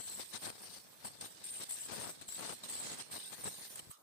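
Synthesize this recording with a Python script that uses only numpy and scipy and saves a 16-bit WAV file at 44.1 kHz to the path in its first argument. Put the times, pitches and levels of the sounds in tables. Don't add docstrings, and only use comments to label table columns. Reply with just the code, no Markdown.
import sys
import numpy as np
from scipy import signal
from scipy.fft import rfft, irfft, next_fast_len
from scipy.io import wavfile
from scipy.ndimage import uniform_filter1d

SR = 44100
rng = np.random.default_rng(int(sys.argv[2]) if len(sys.argv) > 2 else 0)


def how_loud(loudness_db):
    steps = np.asarray(loudness_db, float) / 20
    return 10 ** steps


def digitize_waveform(pressure):
    field = np.atleast_2d(pressure).T
    bounded = np.clip(field, -1, 1)
    quanta = np.round(bounded * 32767).astype(np.int16)
    wavfile.write(sys.argv[1], SR, quanta)


N = 177634
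TIME = np.arange(N) / SR


def rms_one(x):
    return x / np.sqrt(np.mean(np.abs(x) ** 2, axis=-1, keepdims=True) + 1e-20)


def in_time(rows):
    s, *columns = np.transpose(rows)
    return [np.interp(TIME, s, c) for c in columns]


def coloured(x, points):
    hz, level_db = np.transpose(points)
    size = next_fast_len(N)
    grid = np.maximum(np.fft.rfftfreq(size, 1 / SR), 1)
    gain = how_loud(np.interp(np.log(grid), np.log(hz), level_db, left=-60, right=-60))
    return rms_one(irfft(rfft(x, size) * gain, size)[..., :N])


def drift(rate_hz, channels=1):
    r = np.exp(-2 * np.pi * rate_hz / SR)
    settling = SR // 4
    white = rng.standard_normal((channels, N + settling))
    return rms_one(signal.lfilter([1], [1, -2 * r, r * r], white)[:, settling:])


def narrow(centre_hz, width_hz, channels):
    phase = 2 * np.pi * np.cumsum(centre_hz * np.ones(N)) / SR
    in_phase = drift(width_hz, channels=channels) * np.cos(phase)
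    quadrature = drift(width_hz, channels=channels) * np.sin(phase)
    return in_phase + quadrature


def patchy(points, patchy_db, rate_hz, count=22):
    size = next_fast_len(N)
    white = rfft(coloured(rng.standard_normal((2, N)), points), size)
    edges_hz = np.geomspace(points[0][0], points[-1][0], count + 1)
    band = np.digitize(np.fft.rfftfreq(size, 1 / SR), edges_hz)
    out = np.zeros((2, N))
    for k in range(1, count + 1):
        sway = drift(rate_hz, channels=2)
        gain = how_loud(patchy_db * (sway - .5 * np.abs(sway)))
        out += irfft(white * (band == k), size)[:, :N] * gain
    return rms_one(out)


def clicks(per_s, spread_db, upward):
    born = rng.random((2, N)) < per_s / SR
    sizes = how_loud(spread_db * np.minimum(rng.exponential(1, (2, N)), 5))
    return born * sizes * np.where(rng.random((2, N)) < upward, 1, -1)


def at_microphones(shared, own, likeness):
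    right_lag_s = .000665
    late = np.interp(np.arange(N) - right_lag_s * SR, np.arange(N), shared)
    likeness = np.clip(likeness, 0, 1)
    return np.sqrt(likeness) * np.array([shared, late]) + np.sqrt(1 - likeness) * own


# (frequency [Hz], density [dB per Hz])
ROOM_SPECTRUM = [(60, -9), (200, -1), (600, 4), (1300, -3), (2000, -21), (6000, -18), (15000, -5)]


def room():
    opening = np.clip((TIME - 3.955) / 0.038, .12, 1)
    return how_loud(-71 + 3.5) * coloured(rng.standard_normal((2, N)), ROOM_SPECTRUM) * opening


# (frequency [Hz], density [dB per Hz])
RUMBLE_SPECTRUM = [(25, -21), (60, -6), (110, 1), (200, 2), (300, -6), (500, -25)]


def rumble():
    running = np.clip((3.93 - TIME) / 0.018, .1, 1)
    lumps = how_loud(-77.5 + 4 * drift(6, channels=2) + np.array([[5], [-6]]))
    scrape_share = 0.59
    lumps = lumps * how_loud(scrape_share * (scrape_db()[0] + 63) * [[1], [.2]])
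    return coloured(rng.standard_normal((2, N)), RUMBLE_SPECTRUM) * lumps * running


def valve():
    since = TIME - 3.906
    decay = how_loud(-61 - 60 * np.abs(since) / 0.37)
    return decay * (since > 0) * narrow(1200, width_hz=190, channels=2)


# (time [s], peak level [dB])
KNOCKS = [
    (3.826, -56),
    (3.8712, -50),
    (3.895, -46.5),
]


def knocks():
    hits = np.zeros(N)
    for s, peak_db in KNOCKS:
        hits[round(s * SR)] = how_loud(peak_db + 7.5)
    t = np.arange(1500) / SR
    bump = np.sin(2 * np.pi * 110 * t + 1.55) * np.exp(-t / 0.004) * np.minimum(t / 0.0013, 1)
    return np.convolve(hits, bump)[:N] * how_loud([[0], [-14.0]])


# (time [s], peak level [dB], ring
# frequency [Hz], left-right difference [dB])
SNAPS = [(1.052, -42, 7800, 5), (1.707, -31.5, 8360, 1), (2.2861, -41, 7640, 18), (2.322, -35.5, 7780, 9),
         (2.636, -39, 3910, 9.5), (2.697, -38.5, 8610, -15), (3.11, -43, 8700, 1.5), (3.756, -36, 7670, 5),
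         (3.7908, -39.5, 8310, -8), (3.825, -53, 7710, -7), (3.7914, -42.5, 3010, 10),
         (3.909, -43, 10600, -5), (1.2094, -45, 8400, 4)]


def snaps():
    out, t = np.zeros((2, N)), np.arange(600) / SR
    swell = t / 0.0023 * np.exp(1 - t / 0.0026)
    for s, peak_db, ring_hz, pan_db in SNAPS:
        at = round(s * SR)
        ring = np.sin(2 * np.pi * ring_hz * t + [[0], [2.5]])
        ring = ring + 0.33 * rng.standard_normal((2, 600))
        level = how_loud(peak_db - 5.5 + pan_db * np.array([[.5], [-.5]]))
        out[:, at:at + 600] += level * swell * ring
    return out


def strokes_db(rows, rise, fall, rest_db, axis):
    t, table = np.arange(0, N + 32, 32) / SR, np.array(rows)
    s, end = table[:, :1], table[:, :1] + table[:, 1:2]
    level_db = table[:, axis, None] - rise * np.maximum(s - t, 0) - fall * np.maximum(t - end, 0)
    total_db = 10 * np.log10(np.sum(how_loud(level_db) ** 2, axis=0) + how_loud(rest_db) ** 2)
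    return np.interp(TIME, t, total_db)


# (time [s], length [s], crackle level [dB], rattle level [dB])
SCRAPES = [(0.0, 0.0019, -49, -52), (0.075, 0.071, -58.5, -52), (0.196, 0.024, -50, -47.5),
           (0.34, 0.025, -50.5, -45.5), (0.43, 0.021, -53.5, -46), (0.453, 0.047, -49.0, -53.5),
           (0.526, 0.13, -59.5, -64), (0.631, 0.14, -61, -54.5), (1.05, 0.0061, -48.5, -52.5),
           (1.083, 0.075, -65.5, -60), (1.22, 0.042, -52.5, -49), (1.407, 0.19, -82, -57),
           (1.603, 0.021, -54, -50), (1.7, 0.17, -74, -58.5), (1.9, 0.17, -48, -51),
           (2.098, 0.002, -46.5, -55), (2.214, 0.0086, -62, -53.5), (2.303, 0.074, -68, -56),
           (2.396, 0.13, -47.5, -51), (2.634, 0.102, -57.5, -56.5), (2.725, 0.073, -71, -54.5),
           (2.842, 0.099, -52, -49.5), (2.984, 0.027, -55.5, -52.5), (3.129, 0.042, -49.0, -49),
           (3.191, 0.11, -64.5, -52.5), (3.33, 0.0094, -53.5, -46), (3.382, 0.028, -56.5, -54.5),
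           (3.458, 0.016, -45, -46.5), (3.509, 0.16, -61, -52), (3.704, 0.11, -60.5, -56)]


def scrape_db():
    return (strokes_db(SCRAPES, rise=528, fall=636, rest_db=-67, axis=2),
            strokes_db(SCRAPES, rise=528, fall=395, rest_db=-65, axis=3))


# (time [s], length [s], left level [dB], right level [dB])
CONTACTS = [(0.0, 0.065, -47.5, -54), (0.073, 0.14, -47.5, -48.5), (0.188, 0.12, -70.5, -52),
            (0.335, 0.04, -57, -48.5), (0.4, 0.084, -68, -51), (0.427, 0.07, -51.0, -52.5),
            (0.51, 0.12, -79, -59.5), (0.619, 0.034, -54, -50.5), (0.694, 0.068, -57.5, -54.5),
            (1.05, 0.022, -46, -47), (1.211, 0.048, -55, -50.5), (1.257, 0.068, -66.5, -58.5),
            (1.443, 0.188, -46, -49), (1.615, 0.061, -62, -54), (1.696, 0.054, -41, -47),
            (1.757, 0.11, -46, -50), (1.922, 0.041, -44.5, -46.5), (2.0, 0.114, -47.5, -48.5),
            (2.214, 0.005, -53.5, -61), (2.281, 0.26, -48.5, -48), (2.636, 0.033, -60, -52.0),
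            (2.69, 0.12, -46, -49.5), (2.821, 0.11, -52, -49.5), (2.982, 0.027, -53, -49.5),
            (3.114, 0.054, -51.5, -46.5), (3.186, 0.15, -70, -48.5), (3.378, 0.046, -61, -50),
            (3.44, 0.048, -48.5, -46), (3.474, 0.31, -77, -50), (3.909, 0.0018, -53, -50.5)]


def contact_db():
    return np.array([strokes_db(CONTACTS, rise=1800, fall=807, rest_db=-68.5, axis=2),
                     strokes_db(CONTACTS, rise=1800, fall=260, rest_db=-62, axis=3)])


# (time [s], rattle level [dB], crackle level [dB])
TURN = [(0.0, -54, -67), (0.23, -55.5, -72.5), (0.46, -55.5, -62.5), (0.69, -59.5, -72.5),
        (0.92, -54.5, -62), (1.16, -59, -75), (1.39, -52.5, -62), (1.62, -52, -58.5), (1.85, -51.5, -62),
        (2.08, -53.5, -61.5), (2.31, -55, -64), (2.54, -55.5, -66.5), (2.77, -47.5, -52.5),
        (3.01, -49, -57.5), (3.24, -62, -73.5), (3.47, -57.5, -61.5), (3.7, -58.0, -75.5), (3.93, -54, -63)]


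def turn_db():
    return in_time(TURN)


# (frequency [Hz], density [dB per Hz])
CRACKLE_SPECTRUM = [(45, -26.5), (105, -5.5), (200, -4), (600, -5.5), (1100, -8), (3000, -17), (8000, -22),
                    (12000, -65)]


def crackle():
    left_db, drag_db = scrape_db()
    right_db = turn_db()[1] + 0.25 * (drag_db + 45)
    level = how_loud(np.array([left_db, right_db]) + 2.9)
    per_s = 2500 * how_loud(4.0 * drift(70, channels=2))
    pops = coloured(clicks(per_s, spread_db=3.5, upward=.7), CRACKLE_SPECTRUM)
    running = np.clip((3.925 - TIME) / .015, 0, 1)
    return level * pops * running


# (frequency [Hz], density [dB per Hz])
RATTLE_SPECTRUM = [(1500, -7.5), (2600, -8.5), (3600, -3.5), (5000, -3.5), (6300, -6), (7000, -7.5),
                   (9500, -6), (11000, -18)]
# (time [s], centre frequency [Hz], level re rattle [dB])
GAP = [(0.0, 4210, -7), (0.38, 3970, -8.5), (0.5, 4250, -9), (0.82, 4520, -4), (0.9, 4010, -17),
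       (1.05, 4340, -1.5), (1.4, 4000, -14), (2.02, 3850, -13), (2.25, 4050, -4), (2.79, 4077, -6),
       (2.85, 3730, -4.5), (3.05, 4110, -15), (3.16, 4084, -3.5), (3.25, 3760, 1), (3.36, 4460, -7),
       (3.54, 3913, -6), (3.62, 4260, -7), (4.03, 4200, -32)]


def rattle():
    left_db = scrape_db()[1]
    right_db = turn_db()[0] + 0.43 * (contact_db()[1] + 50) + 0.26 * (left_db + 49.5)
    level = how_loud(np.array([left_db, right_db]) + 2.0)
    gap_hz, gap_db = in_time(GAP)
    grit = coloured(clicks(7600, spread_db=1.5, upward=.5), RATTLE_SPECTRUM)
    spray = patchy(RATTLE_SPECTRUM, patchy_db=6.5, rate_hz=11)
    hump = how_loud(-20.5) * narrow(4187, width_hz=1100, channels=3)
    whistle_hz = gap_hz + 150 * drift(25.04)[0]
    hump = hump + how_loud(gap_db) * narrow(whistle_hz, width_hz=230, channels=3)
    hump = at_microphones(hump[0], hump[1:], 0.43)
    return level * rms_one((0.47 * grit + 1.17 * spray + hump) * how_loud(2.0 * drift(43)))


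# (time [s], frequency [Hz], spray level [dB])
BOUNCE = [(0, 8050, -0.5), (.2, 8300, 0.5), (.33, 8550, 0.5), (.39, 8850, 1.5), (.43, 8450, 0),
          (.61, 8720, 1.5), (.79, 8150, 2), (1.04, 8250, -1), (1.2, 8400, -2), (1.23, 8650, 0.5),
          (1.3, 8350, 0), (1.44, 8680, -1), (1.589, 8250, 0), (1.755, 8400, 0.5), (1.8, 8150, 0),
          (1.92, 8420, 0.5), (2.05, 8250, -0.5), (2.28, 7800, 0.5), (2.35, 8000, -1), (2.38, 8300, 0),
          (2.72, 8200, -1.5), (2.85, 8000, -1.5), (2.97, 8530, -1), (3.11, 8540, 0.5), (3.36, 9200, 1),
          (3.43, 8130, -2.5), (3.49, 8700, 1), (3.58, 9050, 2.5), (3.69, 9150, 2.5), (3.77, 8200, 0.5)]


def bounce():
    s, *columns = np.transpose(BOUNCE)
    row = np.maximum(np.searchsorted(s, TIME, side="right") - 1, 0)
    settle_s = .008
    return [uniform_filter1d(c[row], max(round(settle_s * SR), 1)) for c in columns]


# (frequency [Hz], width [Hz], level [dB])
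TIP_MODES = [
    (7600, 150, -9.0),
    (9200, 400, -8.0),
    (10200, 300, -16.0),
]
# (frequency [Hz], density [dB per Hz])
FIZZ_SPECTRUM = [(9000, -9), (10000, -7), (11500, -8), (12800, -8.5), (14200, -4), (14800, -9.5),
                 (15800, -10)]


def whine():
    bearing_db, (pitch_hz, spray_db) = contact_db(), bounce()
    level = how_loud(bearing_db + 1.17)
    pitch_hz = pitch_hz + 110 * drift(40.2)[0]
    firm = np.clip(level.max(axis=0) / how_loud(-35.5), .15, 1)
    driven = np.clip((3.93 - TIME) / .015, .2, 1)
    line = narrow(pitch_hz, width_hz=236, channels=3)
    tone = driven * how_loud(-1.5 * spray_db) * firm ** 0.17 * line
    tone = tone + how_loud(-8) * narrow(pitch_hz + 150, width_hz=400, channels=3)
    for hz, width_hz, mode_db in TIP_MODES:
        tone = tone + firm * how_loud(mode_db + 3.0 * drift(8.9)) * narrow(hz, width_hz, channels=3)
    lumps = how_loud(2.0 * drift(78) + 0.42 * drift(6))
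    tone = rms_one(tone * lumps)
    tone = at_microphones(tone[0], tone[1:], .8)
    fizz = rms_one(patchy(FIZZ_SPECTRUM, patchy_db=8.0, rate_hz=10.5) * lumps ** 0.37)
    fizz_db = np.array([[-58.5], [-56.5]]) + 0.76 * (bearing_db + 50) + spray_db
    return level * tone + how_loud(fizz_db) * fizz


# (time [s], jump [dB])
TOUCHES = [(.331, 2.5), (0.505, -9), (.789, -9), (1.052, 3), (1.088, -4), (1.209, 10), (1.644, -11),
           (1.691, 2), (2.116, -4.5), (2.212, 10), (2.281, 6), (2.634, 8), (3.026, -7.5), (3.113, 2.5),
           (3.801, -7), (3.907, -2)]


def touches():
    gain_db, reach_s = np.zeros(N), 0.022
    for s, jump_db in TOUCHES:
        since = TIME - s
        fade = np.clip(1 - np.abs(since) / reach_s, 0, 1)
        gain_db += .5 * jump_db * np.tanh(since * 1000) * fade
    return how_loud(gain_db)


def scene():
    pedal_s, rundown_db_per_s = 3.929, 195
    rundown = how_loud(-rundown_db_per_s * np.maximum(TIME - pedal_s, 0))
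    tip = (whine() + rattle() + crackle()) * touches() * rundown
    return tip + snaps() + rumble() + knocks() + valve() + room()


def top_cut(x):
    return signal.sosfilt(signal.butter(12, 15810, fs=SR, output="sos"), x)


def record(dry):
    low_pass = signal.cheby2(14, 50, 15950, fs=SR, output="sos")
    mix = signal.sosfilt(low_pass, dry)
    return top_cut(mix)


dry = scene()
out = record(dry)
digitize_waveform(out)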